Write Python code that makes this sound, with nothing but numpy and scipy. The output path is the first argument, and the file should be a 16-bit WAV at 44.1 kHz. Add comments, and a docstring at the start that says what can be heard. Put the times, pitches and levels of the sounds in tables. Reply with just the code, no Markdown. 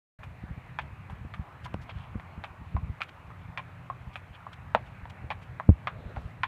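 """Trees rush softly, light wind puffs at the microphone, and a horse clops closer, led up a paved lane.
Each hoof lands toe first, then heel: its hard horn clacks on the pavement and the hollow under
the sole rings. Feet scuff on grit, and the coat and lead rope rustle as the horse comes close.
Behind it all, a far-off engine drones."""
import sys
import numpy as np
from scipy import signal
from scipy.fft import rfft, irfft, next_fast_len
from scipy.io import wavfile
from scipy.ndimage import uniform_filter1d, map_coordinates

SR = 44100
rng = np.random.default_rng(int(sys.argv[2]) if len(sys.argv) > 2 else 0)


def dump(signal):
    """Clip the signal to [-1, 1] and save it as 16-bit WAV at the path in sys.argv[1]."""
    limited = np.clip(np.atleast_2d(signal).T, -1, 1)
    pcm = np.round(limited * 32767).astype(np.int16)
    wavfile.write(sys.argv[1], SR, pcm)


N = 285327

# Levels are relative: the functions scale them further. 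A spectrum says how strong each frequency is.
# the rush of trees, and the even hiss under it: (frequency [Hz], level [dB])
TREE_SPECTRUM = [(30, -39.5), (100, -8), (300, -4.5), (450, -9.5), (750, -0.5), (1100, -0.5), (1600, -4.5),
                 (2500, -8), (3200, -19.5), (4200, -26), (5500, -40), (9000, -67)]
HISS_SPECTRUM = [(1000, -3.5), (4000, 0.5), (7000, 2), (10000, -1.5), (15000, -3.5)]
# the engine's low tones: (pitch [Hz], level [dB])
ENGINE_TONES = [(91.5, -56), (123.8, -55.5), (166.9, -58.5), (258.4, -68.5)]
# how well the air carries the engine: (time [s], level [dB])
ENGINE_CARRY = [(0.2, -9), (2.9, -10.5), (3.7, 2.5), (4.3, -4.5), (6.47, 3)]
# wind strength at the microphone: (time [s], level [dB])
WIND_LEVELS = [(.25, -47), (.65, -48.5), (.95, -40.5), (1.48, -52), (1.75, -42), (2.3, -47), (2.55, -51.5),
               (2.87, -43), (3.1, -51.5), (3.4, -44.5), (3.7, -49), (4, -44), (4.55, -49), (4.85, -42.5),
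               (5.2, -48), (6.2, -44), (6.47, -41.5)]
# strong eddies (swirls of air) hitting the microphone: (time [s], level [dB], half length [s])
STRONG_EDDIES = [(.439, -28.5, 0.0014), (.5107, -28, 0.0024), (0.578, -32.5, .002), (1.1093, -32, 0.002),
                 (1.215, -33.5, 0.0028), (1.2507, -28, 0.0013), (1.396, -25, 0.0025),
                 (1.7443, -17, 0.00033), (1.965, -28.5, 0.0034), (2.1565, -23, 0.0012),
                 (2.3786, -31, 0.0019), (2.617, -32, 0.0018), (2.7502, -17, 0.0029), (2.7784, -27, 0.0029),
                 (2.8368, -25, 0.0032), (2.8986, -24.5, 0.0029), (4.074, -31.5, 0.0035),
                 (5.032, -31, .0029), (5.2435, -30, 0.0016), (5.6919, -3.5, 0.0015), (6.06, -29.5, 0.006),
                 (6.174, -26, 0.0032), (6.254, -33, 0.0049)]
# wind rumble, and the churning wake behind an eddy: (frequency [Hz], level [dB])
RUMBLE_SPECTRUM = [(20, -35), (40, -11.5), (70, -3), (100, 1), (150, -6), (210, -16), (300, -29),
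                   (500, -42.5), (1200, -56), (4000, -120)]
WAKE_SPECTRUM = [(40, -33.5), (90, -4), (140, 12), (210, 6.5), (300, -16), (420, -14.5), (900, -31),
                 (3000, -120)]
# how strongly coat and rope rustle: (time [s], level [dB])
RUSTLE_LEVELS = [(5.6, -67), (5.85, -64.5), (6.0, -54), (6.1, -52.5), (6.25, -60), (6.47, -73)]
# the tone of that rubbing: (frequency [Hz], level [dB])
RUSTLE_SPECTRUM = [(100, -11.5), (250, -3), (450, 2.5), (650, 2.5), (950, -17), (1500, -37.5),
                   (4000, -19.5), (8000, -100)]
# coarse grit and fine sand under a foot: (frequency [Hz], level [dB])
GRIT_SPECTRUM = [(300, -45), (900, 10.5), (2000, 10.5), (3200, 12.5), (4300, -5.5), (6000, -33),
                 (12000, -59)]
SAND_SPECTRUM = [(2000, -19.5), (4500, 0), (7000, -7.5), (10000, -12), (15000, -24.5)]
# feet dragging over grit: (time [s], half length [s], rasp level [dB], hiss level [dB])
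FOOT_SCUFFS = [(0.82, 0.0057, -57, -71), (1.654, 0.0096, -53.5, -60), (1.742, 0.0009, -43, -56),
               (1.828, 0.011, -68, -68), (1.903, 0.011, -51, -77), (2.004, 0.039, -59, -79),
               (3.035, 0.0028, -48, -59.5), (3.092, 0.0052, -53.5, -69.5), (4.141, 0.0058, -56, -69),
               (4.348, 0.011, -55.5, -86), (4.535, 0.0056, -50.5, -66), (4.874, 0.015, -65, -76),
               (5.103, .0041, -53, -60.5), (5.43, 0.0085, -62, -69.5), (6.21, 0.08, -80, -76)]
# how fast the lane's echo dies: (frequency [Hz], time to fade by 60 dB [s])
ECHO_FADE = [(300, 0.069), (1000, 0.078), (3000, 0.099), (10000, 0.02)]
# the pavement's dull thud: (frequency [Hz], width [Hz], level against the knock [dB])
PAVEMENT_RINGS = [(216, 61, -22), (587, 66, -18.5)]
# the hoof's wall, rim and edge: (frequency [Hz], width [Hz], level when flat [dB], level on the toe [dB])
HORN_RINGS = [(1635, 910, -8, -4.5), (2390, 440, -46, -2.5), (3190, 1090, -31.5, -11)]
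# hoof landings; the knock is the leg's weight meeting the pavement, the cup is the hollow under the sole:
# (time [s], level [dB], tilt [0 flat to 1 on the toe], knock [dB], heel against toe [dB], cup pitch [Hz])
LANDINGS = [(0.233, -50.5, 0.91, -3.5, -2, 1180), (0.7881, -33.5, 0.8, -9.5, -5, 870),
            (1.099, -53.5, 0.88, 2.5, -4.5, 915), (1.339, -44.5, 0.84, -13, -3, 1220),
            (1.657, -46.5, 0.17, -9, -6, 1060), (1.893, -49.5, 0.48, -3.5, -3, 1180),
            (2.1978, -50.5, 0.7, -6, -8, 1140), (2.439, -41, 0.88, -7.5, -5, 1280),
            (2.766, -45, 0, -2.5, -10, 1070), (3.006, -43.5, 1, -1, 3.5, 1110),
            (3.018, -35.5, 1, -18, -11.5, 1340), (3.304, -55.5, 0.2, -6, -6, 1180),
            (3.575, -37, 0.94, -10.5, -2, 1120), (3.5932, -47.5, 0.36, -5.5, -7, 990),
            (3.9, -41.5, 0, -3.5, -10, 1100), (4.157, -44, 1, -2, -7, 1170),
            (4.467, -50, 0, -0.5, -9, 1090), (4.749, -28.5, 0.7, 6, -11, 905),
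            (5.055, -51.5, 0.34, -0.5, -7.5, 984), (5.304, -39.5, 0.97, 1, -6.5, 1140),
            (5.31, -38, 0.74, -6, 5, 1070), (5.599, -42, 0, -1, -12.5, 1073),
            (5.872, -32, 0.67, -7.5, -5.5, 1160), (6.163, -46, 0.55, 2, -3.5, 1040),
            (6.434, -32.5, 0.87, -26, -15, 947), (6.436, -29, 0.72, -17, -4, 985)]


def amp(db):
    """Turn decibels into a number to multiply by."""
    return 10 ** (np.asarray(db) / 20)


def unit(x):
    """Scale x to an average strength (rms) of 1."""
    return x / np.sqrt(np.mean(x ** 2) + 1e-20)


def along(points, hz):
    """Read between (frequency, value) points on a log frequency scale."""
    frequencies, values = np.transpose(points)
    return np.interp(np.log(hz + 1), np.log(frequencies + 1), values)


def curve(rows):
    """Join (time, value) points into one value per sample."""
    return np.interp(np.arange(N) / SR, *np.transpose(rows))


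def wobble(rate):
    """A smooth curve through `rate` random points a second."""
    knots = rng.standard_normal(int(N * rate / SR) + 4)
    steps = np.arange(8 * len(knots)) / 8
    smooth = map_coordinates(knots, [steps], mode="nearest")
    return np.interp(np.arange(N) * rate / SR, steps, smooth)


def filtered(x, response):
    """Multiply each frequency in x by response(hz)."""
    size = next_fast_len(N + SR // 2)
    return irfft(rfft(x, size) * response(np.fft.rfftfreq(size, 1 / SR)), size)[:N]


def coloured(x, spectrum):
    """Shape x with a spectrum table, at strength 1."""
    return unit(filtered(x, lambda hz: amp(along(spectrum, hz))))


def patchy(depth_db):
    """White noise that swells and sinks in patches of time and frequency."""
    noise = signal.stft(rng.standard_normal(N), nperseg=512)[2]
    patches = uniform_filter1d(rng.standard_normal(noise.shape), size=6, axis=0)
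    patches = uniform_filter1d(patches, size=14, axis=1)
    return signal.istft(noise * amp(depth_db * unit(patches)), nperseg=512)[1][:N]


def add(track, s, sound):
    """Mix a sound into the track, starting at s seconds."""
    part = track[max(round(s * SR), 0):][:len(sound)]
    part += sound[:len(part)]


def trees(level_db=-54.5, sway_db=0.3, hiss_db=-77.0):
    """Trees rush steadily over a faint, even hiss."""
    rush = amp(level_db + sway_db * wobble(0.84)) * coloured(patchy(depth_db=1.85), TREE_SPECTRUM)
    return rush + amp(hiss_db) * coloured(rng.standard_normal(N), HISS_SPECTRUM)


def far_engine():
    """The low tones of a far-off engine waver on their way through the air."""
    t = np.arange(N) / SR
    tones = sum(amp(db) * unit(np.sin(2 * np.pi * hz * t + wobble(5.6))) for hz, db in ENGINE_TONES)
    return amp(curve(ENGINE_CARRY)) * tones


def breeze(gain_db=-2, gust_db=2, flutter_db=2):
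    """Restless air flutters and rumbles on the microphone, following the gusts."""
    flutter = amp(gust_db * wobble(5.3) + flutter_db * wobble(40))
    rumble = coloured(rng.standard_normal(N), RUMBLE_SPECTRUM)
    return amp(curve(WIND_LEVELS) + gain_db) * unit(flutter * rumble)


def weak_eddies(count=8, over_wind_db=9, spread_db=2, half_s=0.0038):
    """Weak eddies come by chance, stronger in stronger wind: (time [s], level [dB], half length [s])."""
    levels = curve(WIND_LEVELS) + over_wind_db
    times = (np.arange(count) + rng.random(count)) / count * (N - 1) / SR
    return [(s, levels[int(s * SR)] + spread_db * rng.standard_normal(), half_s) for s in times]


def microphone_response(hz, cut_hz=66, damping=0.48, soft_hz=1100, dip_db=-6.5, dip_hz=400):
    """The microphone's bass cut makes a push of air swing back; its opening takes the edge off."""
    bass_cut = -hz ** 2 / (cut_hz ** 2 - hz ** 2 + 1j * damping * cut_hz * hz)
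    dip = amp(dip_db * np.exp(-((hz - dip_hz) / 80) ** 2))
    return bass_cut * dip / np.sqrt(1 + (hz / soft_hz) ** 4)


def wind_puffs(push_db=1, crest_s=0.00046, trail_s=0.01005, wake_db=-16, wake_s=0.02):
    """Each eddy gives the microphone a rounded push of air inside a churning wake."""
    reach_s = .1
    t = np.arange(-reach_s, reach_s, 1 / SR)
    rounded = lambda half_s: 1 / (1 + (t / half_s) ** 2) ** 2
    pressure, wake = np.zeros(N), np.zeros(N)
    for s, db, half_s in STRONG_EDDIES + weak_eddies():
        start = s - reach_s
        add(pressure, start, amp(db) * rounded(half_s))
        # 2 * db: only a violent eddy has a clear sharp crest and a trail of weaker, slower eddies
        add(pressure, start, amp(2 * db - 2) * np.exp(-np.abs(t) / crest_s))
        for k in range(2):
            lag_s = (k + 1) * trail_s * 1.15 ** k
            add(pressure, start + lag_s, amp(2 * db - 6 * k) * rounded(0.0014 * 3 ** k))
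        add(wake, start, amp(min(db, -24)) * np.exp(-np.abs(t) / wake_s))
    push = filtered(pressure, microphone_response)
    churn = coloured(rng.standard_normal(N), WAKE_SPECTRUM)
    return amp(push_db) * push + amp(wake_db) * wake * churn


def coat_and_rope(uneven_db=3):
    """The coat and lead rope rub softly and unevenly."""
    strength = amp(curve(RUSTLE_LEVELS) + uneven_db * wobble(35))
    return strength * coloured(rng.standard_normal(N), RUSTLE_SPECTRUM)


def sand_ticks(per_second=14, level_db=-93, spread_db=3):
    """Loose grains tick at random as they are kicked and crushed."""
    chance, size = rng.random(N), rng.standard_normal(N)
    ticks = (chance < per_second / SR) * amp(spread_db * np.clip(size, -2, 2))
    return amp(level_db) * coloured(ticks, SAND_SPECTRUM)


def scuffs(uneven_db=3.5, rasp_boost_db=3):
    """Grit rolls under a sliding foot: a short swell of uneven grains."""
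    reach_s = .15
    t = np.arange(-reach_s, reach_s, 1 / SR)
    rasp, hiss = np.zeros(N), np.zeros(N)
    for s, half_s, rasp_db, hiss_db in FOOT_SCUFFS:
        swell = np.exp(-(t / half_s) ** 2 / 2)
        add(rasp, s - reach_s, amp(rasp_db + rasp_boost_db) * swell)
        add(hiss, s - reach_s, amp(hiss_db) * swell)
    grains = rng.standard_normal(N) * amp(uneven_db * wobble(900))
    return rasp * coloured(grains, GRIT_SPECTRUM) + hiss * coloured(grains, SAND_SPECTRUM)


def by_tilt(tilt, flat, on_toe):
    """Blend between the values for a flat landing and one on the toe."""
    return flat + np.clip(tilt, 0, 1) * (on_toe - flat)


def ring(modes, steepness, size=4096):
    """A struck thing rings in modes of (frequency [Hz], width [Hz], level [dB]); steeper sounds duller."""
    hz = np.fft.rfftfreq(size, 1 / SR)
    power = 0
    for centre, width, db in modes:
        detune = (hz ** 2 - centre ** 2) / (hz * width + 1)
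        shape = (1 + detune ** 2) ** -.5 / (1 + (detune / 2) ** 2) ** (steepness / 2)
        power = power + (amp(db) * unit(shape)) ** 2
    energy = power * .03 * SR  # levels count as averages over 30 ms
    # folding the cepstrum (the log spectrum, taken back to time) puts all the ringing after the blow
    cepstrum = irfft(np.log(energy + 1e-12) / 2)
    fold = np.r_[1, np.full(size // 2 - 1, 2), np.zeros(size // 2)]
    return irfft(np.exp(rfft(cepstrum * fold)))


def lane_echo(rise_s=0.0023):
    """Legs, pavement and fence throw back a short echo, scaled to energy 1."""
    hz, t, noise = signal.stft(rng.standard_normal(SR // 5), SR, nperseg=128)
    fade = amp(-60 * t / along(ECHO_FADE, hz)[:, None])
    rise = 1 - np.exp(-(t / rise_s) ** 2)
    echo = signal.istft(noise * fade * rise, SR, nperseg=128)[1]
    return echo / np.linalg.norm(echo)


def sand_crunch(tilt, size, rise_s=0.0014, fade_s=.018):
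    """Sand goes on crunching under the hoof while the weight settles."""
    t = np.arange(size) / SR
    crunch = rng.standard_normal(size) * np.exp(-t / fade_s) * (1 - np.exp(-t / rise_s))
    grain = ring([(6200, 8000, by_tilt(tilt, -99.5, -72))], steepness=2.6)
    return signal.fftconvolve(crunch / np.linalg.norm(crunch), grain)


def contact(roughness, fade_s, size=2048):
    """Horn meets rough pavement with one blow and a brief chatter, scaled to energy 1."""
    t = np.arange(size) / SR
    chatter = rng.standard_normal(size) * np.sqrt(t) * np.exp(-t / fade_s)
    force = roughness * chatter / np.linalg.norm(chatter) - (t == 0)
    return force / np.linalg.norm(force)


def hoof_ring(tilt, knock_db, cup_hz, knock_hz=780, knock_width_hz=400):
    """Hoof and pavement ring. A flat hoof seals air under its sole, so the cup rings louder and longer."""
    cup_width_hz, cup_db = by_tilt(tilt, 220, 300), by_tilt(tilt, 5, -5.5)
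    cup = [(cup_hz, cup_width_hz, cup_db)]
    horn = [(hz, width, by_tilt(tilt, flat, on_toe)) for hz, width, flat, on_toe in HORN_RINGS]
    knock = [(knock_hz, knock_width_hz, knock_db)]
    pavement = [(hz, width, knock_db + db) for hz, width, db in PAVEMENT_RINGS]
    return ring(cup + horn + knock + pavement, steepness=by_tilt(tilt, 2.85, 2.24))


def hooves(heel_delay_s=.0056, echo_db=-3):
    """Each clop is a toe blow, a heel blow and a short echo, all ringing through hoof and pavement."""
    track = np.zeros(N)
    for s, db, tilt, knock_db, heel_db, cup_hz in LANDINGS:
        # a square landing is one clean blow; a rolling one has a stronger heel, more chatter and more echo
        force = amp(echo_db + 0.99 * heel_db) * lane_echo()
        add(force, 0, contact(roughness=1.28 * amp(heel_db / 2), fade_s=0.00069))  # the toe
        heel_s = heel_delay_s * rng.uniform(.9, 1.1)
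        add(force, heel_s, amp(heel_db) * contact(roughness=0.84, fade_s=0.0017))
        ringing = hoof_ring(tilt, knock_db, cup_hz)
        clop = signal.fftconvolve(force, ringing)
        # toe, heel and echo share the energy of one landing
        add(track, s, amp(db) * clop * np.linalg.norm(ringing) / np.linalg.norm(clop))
        add(track, s, sand_crunch(tilt, len(force)))
    return track


def scene():
    """Horse, wind, trees and engine, mixed into one channel."""
    horse = hooves() + scuffs() + sand_ticks() + coat_and_rope()
    return (horse + wind_puffs() + breeze() + trees() + far_engine())[None]


def record(dry, start_s=.187, fade_in_s=.004, top_hz=15600):
    """The sound comes in after a moment of silence, with the highest treble cut off."""
    fade_in = np.clip((np.arange(N) / SR - start_s) / fade_in_s, 0, 1)
    return filtered(dry[0] * fade_in, lambda hz: hz < top_hz)[None]


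dry = scene()
out = record(dry)
dump(out)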